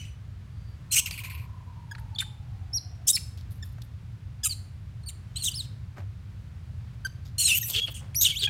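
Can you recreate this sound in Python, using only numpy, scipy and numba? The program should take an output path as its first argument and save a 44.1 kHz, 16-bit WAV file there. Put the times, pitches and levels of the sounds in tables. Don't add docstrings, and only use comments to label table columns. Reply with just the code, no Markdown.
import sys
import numpy as np
from scipy import signal
from scipy.fft import rfft, irfft, next_fast_len
from scipy.io import wavfile
from scipy.ndimage import uniform_filter1d
from numba import njit

SR = 44100
rng = np.random.default_rng(int(sys.argv[2]) if len(sys.argv) > 2 else 0)


def invert_db(x):
    u = np.asarray(x, float) / 20
    return 10 ** u


def wrap_up_sound(samples):
    columns = np.atleast_2d(samples).T
    tamed = np.clip(columns, -1, 1)
    steps = np.round(tamed * 32767).astype(np.int16)
    wavfile.write(sys.argv[1], SR, steps)


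N = 374409
T = np.arange(N) / SR

# t/s, length/s, f/Hz, level/dB, octave re pitch/dB
STEADY_WHISTLES = [(.5, .28, 4680, -70.5, -20), (0.908, .039, 4190, -33.5, -7),
                   (2.147, .007, 4500, -39, -23), (2.157, .008, 3490, -36.5, -14),
                   (2.187, .022, 3592, -30.5, -11), (3.068, .013, 5312, -29, -9),
                   (3.084, .027, 3784, -28.5, -5), (4.431, .011, 5040, -32, -28), (7.61, .02, 6375, -36, 4),
                   (7.627, .033, 5900, -38, 2), (7.797, .06, 3337, -28.5, -24),
                   (8.284, .036, 3254, -30.5, -27), (8.446, 0.019, 3286, -22.5, -23)]
# t/s, length/s, first f/Hz, last f/Hz, level/dB
FALLING_WHISTLES = [
    (1.115, .016, 4800, 4550, -47),
    (4.493, .04, 4766, 3950, -36),
    (5.033, .008, 4352, 4200, -56),
    (5.454, .037, 4018, 2750, -28.5),
    (5.512, 0.0097, 4897, 4640, -38),
]
# (t/s, f/Hz, level/dB)
LONG_WHISTLES = [
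    (-5.5, [(0, 2980, -47.5), (.04, 2980, -55.5), (.16, 2980, -70)]),
    (-18.5, [(2.728, 5250, -49.5), (2.738, 5350, -29), (2.75, 5780, -30.5), (2.772, 5520, -25), (2.785, 4130, -36)]),
    (-7, [(3.13, 5040, -26), (3.141, 5450, -30), (3.152, 5283, -27), (3.158, 5345, -28), (3.167, 4200, -33)]),
    (-3.5, [(5.06, 4503, -49), (5.08, 4500, -43.5), (5.09, 4200, -38.5), (5.098, 3621, -47)]),
    (-8, [(5.54, 3985, -40), (5.56, 5366, -36.5), (5.574, 5200, -39.5), (5.584, 4710, -35.5), (5.612, 3710, -36)]),
    (-17, [(7.5, 3017, -32), (7.52, 2638, -21.5), (7.54, 2620, -26.5), (7.558, 2912, -27), (7.585, 3106, -46)]),
]
# (t/s, f/Hz, level/dB)
LAST_CRY = [
    (-1.5, [(8.149, 3800, -42), (8.156, 5016, -32), (8.165, 5808, -29), (8.19, 5696, -28.5), (8.212, 6600, -30), (8.234, 6573, -22), (8.239, 6570, -35)]),
    (-9.5, [(8.242, 4392, -39), (8.248, 4030, -23.5), (8.262, 3150, -18.5), (8.28, 2560, -31.5)]),
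    (-11, [(8.32, 2315, -40), (8.346, 2220, -45), (8.37, 3300, -29.5), (8.386, 3800, -35), (8.398, 4800, -31.5), (8.41, 4050, -30), (8.425, 3620, -39)]),
]
# t/s, length/s, f/Hz, level/dB, partial 3 re level/dB
CHIRPS = [
    (1.911, .017, 1720, -43, -7),
    (3.625, 0.015, 1800, -48, 2.5),
    (4.432, 0.021, 1700, -46, 8.5),
    (4.455, 0.019, 1308, -44.5, 2.5),
    (7.048, 0.02, 1590, -31, -10),
    (7.626, .013, 1940, -43, 2.5),
    (8.473, .015, 840, -51, 17),
]
# t/s, slow pitch f/Hz, level/dB
SCREAMS = [
    [(5.358, 1290, -42), (5.368, 1327, -34), (5.385, 1500, -49), (5.404, 1474, -45), (5.42, 1420, -45),
     (5.437, 1315, -43)],
    [(7.381, 1398, -35), (7.399, 1433, -28.5), (7.423, 1442, -35), (7.439, 1283, -37), (7.454, 1434, -25),
     (7.482, 1300, -32), (7.51, 1160, -30)],
]
SCREAM_PARTIALS_DB = [
    (-18, 0, -13, -1.4),
    (-23.5, 0.02, -3, 0.018),
]
# partial number, level column it follows, level re column/dB
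SQUEAK_STACK = [(1, 0, 0), (2, 1, 0), (3, 1, -13), (4, 1, -18)]
CHIRP_STACK = [(1, 0, 0), (2, 1, -3), (3, 1, 0), (4, 1, -5), (5, 2, 1), (6, 2, 0), (7, 2, -1), (8, 2, -3),
               (9, 2, -4)]
SCREAM_STACK = [(2, 0, 0), (3, 1, 0), (4, 2, -8), (5, 2, 0), (6, 3, 0), (7, 2, -8), (8, 2, -10),
                (9, 3, -17)]

# t/s, length/s, throat f/Hz, level/dB, mouth re throat/dB
SWELLS = [(.913, .043, 2800, -27.5, 11), (.956, 0.047, 2760, -26.5, 5), (3.071, 0.043, 3290, -29, 17.5),
          (3.15, .016, 4600, -30, 9), (4.435, 0.042, 2760, -32, 14.5), (4.492, .042, 2790, -40.5, 3),
          (5.421, 0.076, 3250, -37.5, 11.5), (5.5, 0.16, 3150, -51.5, -3), (7.38, .07, 2880, -29.5, 10.5),
          (7.451, .093, 2752, -23.5, 2.5), (7.72, 0.1, 3260, -23.5, -13.5), (8.232, .048, 3220, -21, 0),
          (8.405, .06, 3390, -20.5, -13.5)]
BURSTS = [(1.949, 0.009, 1767, -38.5, -26), (1.98, .014, 1466, -47, -13), (2.184, .02, 3604, -22, -19),
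          (2.204, .014, 2610, -30, 1), (2.218, 0.017, 1600, -39, -8.5), (3.129, .02, 3087, -47.5, 17),
          (3.1665, .018, 2548, -32.5, -9.5), (5.084, 0.022, 2780, -43, 10.5),
          (5.356, .064, 3070, -37.5, -9), (7.872, .028, 2926, -35, -17), (7.94, .07, 2800, -49.5, 4.5),
          (8.145, .008, 2400, -34.5, -1.5), (8.281, .05, 3170, -20, -11)]
HISSES = [
    (7.545, .042, 2800, -28.5, 4),
    (7.628, .092, 2800, -49.5, 10.5),
    (7.813, .058, 3306, -54.5, 0),
    (7.901, .028, 3217, -51, -5),
    (8.21, .022, 3600, -23, 2.5),
    (8.332, .072, 3202, -46, -1),
]
DYING = [
    (0, .16, 2550, -44.5, -5.5),
]
# t/s, length/s, level/dB
CHATTER = [
    (1.057, 0.033, -32.5),
    (1.107, 0.065, -38),
    (1.174, 0.055, -39),
    (1.234, 0.057, -39.5),
    (1.296, 0.052, -42),
    (1.344, 0.027, -43.5),
    (1.371, 0.092, -51),
]
# t/s, slap rate f/Hz, unevenness (0-1), chest tone level/dB
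SLAPS = [
    (0, 1300, .2, -46.5),
    (7.72, 1300, 0.3, -38),
    (7.75, 395, 0.08, -27),
    (7.812, 480, 0.03, -15.5),
    (7.868, 1300, 0.4, -36),
    (8.27, 1300, .25, -40),
    (8.29, 370, .07, -25.5),
    (8.401, 900, .15, -50),
    (8.42, 400, .05, -25),
    (8.49, 390, 0.05, -20),
]
# f/Hz, width/Hz, level/dB
MOUTH = [(6970, 1100, 1), (8440, 2500, 0.99)]
TEETH = [(12380, 1400, -7.5), (14200, 2500, -13)]
HOLD_SHAPE = 0.8, -0.03, -9, -6.5
FALL_SHAPE = (1.04, 0.35, -4.5, -1.5)
CHIRP_SHAPE = (0.6, -0.46, 0, -8.5)
SWELL_SHAPE = (0.3, 0.82, -12.5, -6.5)
BURST_SHAPE = (.15, .5, -4.5, -12)
HISS_SHAPE = (-0.7, 0.9, -4.5, -3.5)
CHATTER_SHAPE = (0.07, 0.27, -8.5, -12.5)
DYING_SHAPE = (0.3, 0.3, 1, -24)

# t/s, level/dB, length/s
PADS = [
    (3.781, -50.5, 0.0049),
    (5.963, -48, 0.032),
    (7.881, -46, 0.0137),
    (7.999, -55.5, 0.058),
]
CLAWS = [
    (1.109, -30.5, .003),
    (3.372, -55, 0.018),
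    (3.408, -55, 0.0052),
    (3.818, -46, 0.0045),
    (7.066, -46.5, 0.0046),
    (7.248, -57, .03),
    (7.679, -39.5, 0.045),
]
FUR = [
    (.684, -70.5, .02),
    (1.99, -54, .012),
    (3.504, -52.5, 0.024),
    (3.553, -59, .02),
    (3.634, -54, .035),
    (3.716, -60, 0.0118),
    (3.831, -57, 0.016),
]
# thud level/dB, scrape level/dB, hiss level/dB
TOUCH_DB = [
    (2, -19.5, -21.5),
    (-10, 0.5, -7.5),
    (-15, -10, -3.5),
]
# t/s, f/Hz, level/dB
WHINE = [
    (0.8, 1014, -58.5),
    (1.47, 1037, -58.5),
    (2.9, 705.6, -66.5),
]
# f/Hz, density level/dB
WOOD_SPECTRUM = [(13, -57.5), (22, -30.5), (63, -4), (92, 0), (115, -1), (147, -11), (270, -29.5),
                 (328, -34), (432, -37.5), (730, -39.5), (1580, -40), (4760, -48.5), (5170, -50.5),
                 (16000, -64)]

FALL_BEND, FALL_OCTAVE_DB = 1.8, -6.5
CHIRP_SAG, CHIRP_TOP_DB = 0.05, -28
CHATTER_HZ, CHATTER_SAG_HZ_PER_S = 2480, 350
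CHATTER_MOUTH_DB, CHATTER_CLOSING_DB_PER_S = -5, -23
SWELL_TEETH_DB, BURST_TEETH_DB, BARED_TEETH_DB, CHATTER_TEETH_DB = -9.5, -14, 4.5, -7.5
THROAT_WIDTH_HZ, THROAT_SKIRT_DB, HUSH_DB = 620, -10, -8
ECHO_T60_S, ECHO_TREBLE_T60_S, ECHO_DB = 0.44, 0.31, -15
WOOD_DB = -39.5


def unit(x):
    return x / np.sqrt(np.mean(x ** 2))


@njit
def resonate(x, g, k):
    y, band, low = np.empty(len(x)), 0., 0.
    for i in range(len(x)):
        v = (band + g[i] * (x[i] - low)) / (1 + g[i] * (g[i] + k[i]))
        band = 2 * v - band
        low = low + 2 * g[i] * v
        y[i] = k[i] * v
    return y


def ring(x, modes, shift=1):
    out = 0
    for hz, width, db in modes:
        hz = hz * shift * np.ones(len(x))
        g, k = np.tan(np.pi * hz / SR), width / hz
        out = out + invert_db(db) * resonate(resonate(x, g, k), g, k)
    return unit(out)


def walk(rate):
    k = max(int(SR / rate), 1)
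    steps = np.repeat(rng.standard_normal(N // k + 1), k)
    return unit(uniform_filter1d(steps, k)[:N])


def contours(tables, edge_s):
    rows = np.concatenate(tables)
    s, *columns = rows[np.argsort(rows[:, 0], kind="stable")].T
    gate, k = np.zeros(N), max(int(edge_s * SR), 1)
    for note in tables:
        gate[int(note[0][0] * SR):int(note[-1][0] * SR) + 1] = 1
    gate = uniform_filter1d(gate, k, origin=(k - 1) // 2)
    return gate, [uniform_filter1d(np.interp(T, s, c), k) for c in columns]


def breath(s, length, shape, hz, dbs, drop_hz=0):
    rise, hold, first_db, last_db = shape
    share = np.array([0, np.clip(rise, .02, .6), np.clip(hold, .05 + rise, .97), 1])
    levels = np.add.outer([first_db, 0, 0, last_db], dbs)
    return np.column_stack([s + length * share, hz - drop_hz * share ** FALL_BEND, levels])


def voice(tables, stack, jitter, shimmer_db):
    gate, (hz, *dbs) = contours(tables, edge_s=.003)
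    on, out, flicker = gate > 1e-6, np.zeros(N), shimmer_db * walk(250)
    trembling_hz = hz * (1 + jitter * walk(500))
    phase = 2 * np.pi * np.cumsum(trembling_hz[on]) / SR
    for k, column, db in stack:
        partial_db = np.maximum(dbs[column][on], dbs[0][on] - 22.0)
        level = invert_db(db + partial_db + np.roll(flicker, k * SR // 7)[on])
        out[on] += (k * hz[on] < SR * 9 / 20) * level * np.sin(k * phase)
    return np.sqrt(2) * gate * out, gate


def squeaks():
    notes = [breath(s, n, HOLD_SHAPE, hz, [db, db + up]) for s, n, hz, db, up in STEADY_WHISTLES]
    for s, n, first_hz, last_hz, db in FALLING_WHISTLES:
        notes.append(breath(s, n, FALL_SHAPE, first_hz, [db, db + FALL_OCTAVE_DB], first_hz - last_hz))
    for up, cry in LONG_WHISTLES + LAST_CRY:
        notes.append(np.array([(s, hz, db, db + up) for s, hz, db in cry]))
    return voice(notes, SQUEAK_STACK, jitter=.01, shimmer_db=2.5)


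def chirps():
    notes = []
    for s, n, hz, db, up in CHIRPS:
        dbs = [db, db + up, db + up + CHIRP_TOP_DB]
        notes.append(breath(s, n, CHIRP_SHAPE, hz, dbs, CHIRP_SAG * hz))
    return voice(notes, CHIRP_STACK, jitter=.012, shimmer_db=3)


def screams():
    notes = [np.array([(s, hz, *np.add(db, partials)) for s, hz, db in rows])
             for rows, partials in zip(SCREAMS, SCREAM_PARTIALS_DB)]
    return voice(notes, SCREAM_STACK, jitter=.013, shimmer_db=4)


def rasp_notes():
    kinds = [(SWELLS, SWELL_SHAPE, SWELL_TEETH_DB), (BURSTS, BURST_SHAPE, BURST_TEETH_DB),
             (HISSES, HISS_SHAPE, BARED_TEETH_DB), (DYING, DYING_SHAPE, BURST_TEETH_DB)]
    out = []
    for rows, shape, teeth in kinds:
        for s, n, hz, db, mouth in rows:
            out.append(breath(s, n, shape, hz, [db, db + mouth, db + mouth + teeth]))
    for s, n, db in CHATTER:
        since = s - CHATTER[0][0]
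        hz = CHATTER_HZ - CHATTER_SAG_HZ_PER_S * since
        mouth = CHATTER_MOUTH_DB + CHATTER_CLOSING_DB_PER_S * since
        out.append(breath(s, n, CHATTER_SHAPE, hz, [db, db + mouth, db + CHATTER_TEETH_DB]))
    return out


def rasp(voiced):
    gate, (throat_hz, throat_db, mouth_db, teeth_db) = contours(rasp_notes(), edge_s=0.0028)
    s, *columns = np.transpose(SLAPS)
    rate, uneven, chest_db = (np.interp(T, s, c) for c in columns)
    cycles = np.cumsum(rate * np.exp(uneven * walk(900))) / SR
    slaps = np.diff(np.floor(cycles), prepend=0) * np.sqrt(SR / rate) * invert_db(2 * walk(900))
    turbulence = np.clip(3 * uneven, .12, .7) * rng.standard_normal(N)
    on = gate > 1e-6
    source = (slaps + turbulence)[on]
    throat = ring(source, [(throat_hz[on], THROAT_WIDTH_HZ, 0)], 1 + 0.07 * walk(100)[on])
    skirt = ring(source, [(4200, 970, 11), (1600, 320, -1.0)])
    chest = (invert_db(chest_db) * np.sin(2 * np.pi * cycles))[on]
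    throat = throat + invert_db(THROAT_SKIRT_DB) * skirt + chest
    mouth = ring(source, MOUTH, 1 + 0.12 * walk(40)[on])
    teeth = ring(source, TEETH, 1 + .04 * walk(37)[on])
    out = np.zeros(N)
    out[on] = invert_db(throat_db[on]) * throat + invert_db(mouth_db[on]) * mouth + invert_db(teeth_db[on]) * teeth
    return gate * invert_db(HUSH_DB * uniform_filter1d(voiced, SR // 70)) * out


def scuffs():
    grit = rng.standard_normal(N) * invert_db(4 * walk(700))
    parts = [ring(grit, [mode]) for mode in [(577, 1540, 0), (4050, 4000, 0), (11790, 9200, 0)]]
    out = np.zeros(N)
    for rows, kind in zip([PADS, CLAWS, FUR], TOUCH_DB):
        for s, db, length in rows:
            at = slice(int(s * SR), int(s * SR) + SR // 4)
            u = (T[at] - T[at][0]) / max(length, .002)
            drag = 4.8 * u * np.exp(1 - 2.0 * u)
            out[at] += drag * sum(invert_db(level - 8.5) * p[at] for level, p in zip(np.add(db, kind), parts))
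    return out


def scatter(near):
    t = T[:SR]
    tail = rng.standard_normal(SR) * (1 - np.exp(-t / .008)) * invert_db(-60 * t / ECHO_T60_S)
    dull = signal.lfilter([.45], [1, -.55], tail)
    tail = dull + (tail - dull) * invert_db(-60 * t / ECHO_TREBLE_T60_S)
    thin = signal.sosfilt(signal.butter(2, 2600, "high", fs=SR, output="sos"), near)
    return invert_db(ECHO_DB) * signal.fftconvolve(thin, tail / np.sqrt(np.sum(tail ** 2)))[:N]


def whine():
    gate, (hz, db) = contours([WHINE], edge_s=0.42)
    smear = unit(uniform_filter1d(rng.standard_normal(N), int(SR / 110)))
    return gate * invert_db(db + 4.0) * smear * np.sin(2 * np.pi * np.cumsum(hz) / SR)


def wood():
    hz, db = np.transpose(WOOD_SPECTRUM)
    n = next_fast_len(N, True)
    f = np.fft.rfftfreq(n, 1 / SR) + 1
    colour = rfft(rng.standard_normal(n)) * invert_db(np.interp(np.log(f), np.log(hz), db))
    return invert_db(WOOD_DB + .5 * walk(4)) * unit(irfft(colour, n)[:N])


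def scene():
    whistling, tight = squeaks()
    chirping, slack = chirps()
    screaming, forced = screams()
    voiced = np.max([tight, slack, forced], axis=0)
    near = whistling + chirping + screaming + rasp(voiced) + scuffs()
    return (near + scatter(near) + whine() + wood())[None]


def roll_off(x):
    return signal.sosfilt(signal.butter(12, 16460, fs=SR, output="sos"), x)


def record(dry):
    return roll_off(dry)


dry = scene()
out = record(dry)
wrap_up_sound(out)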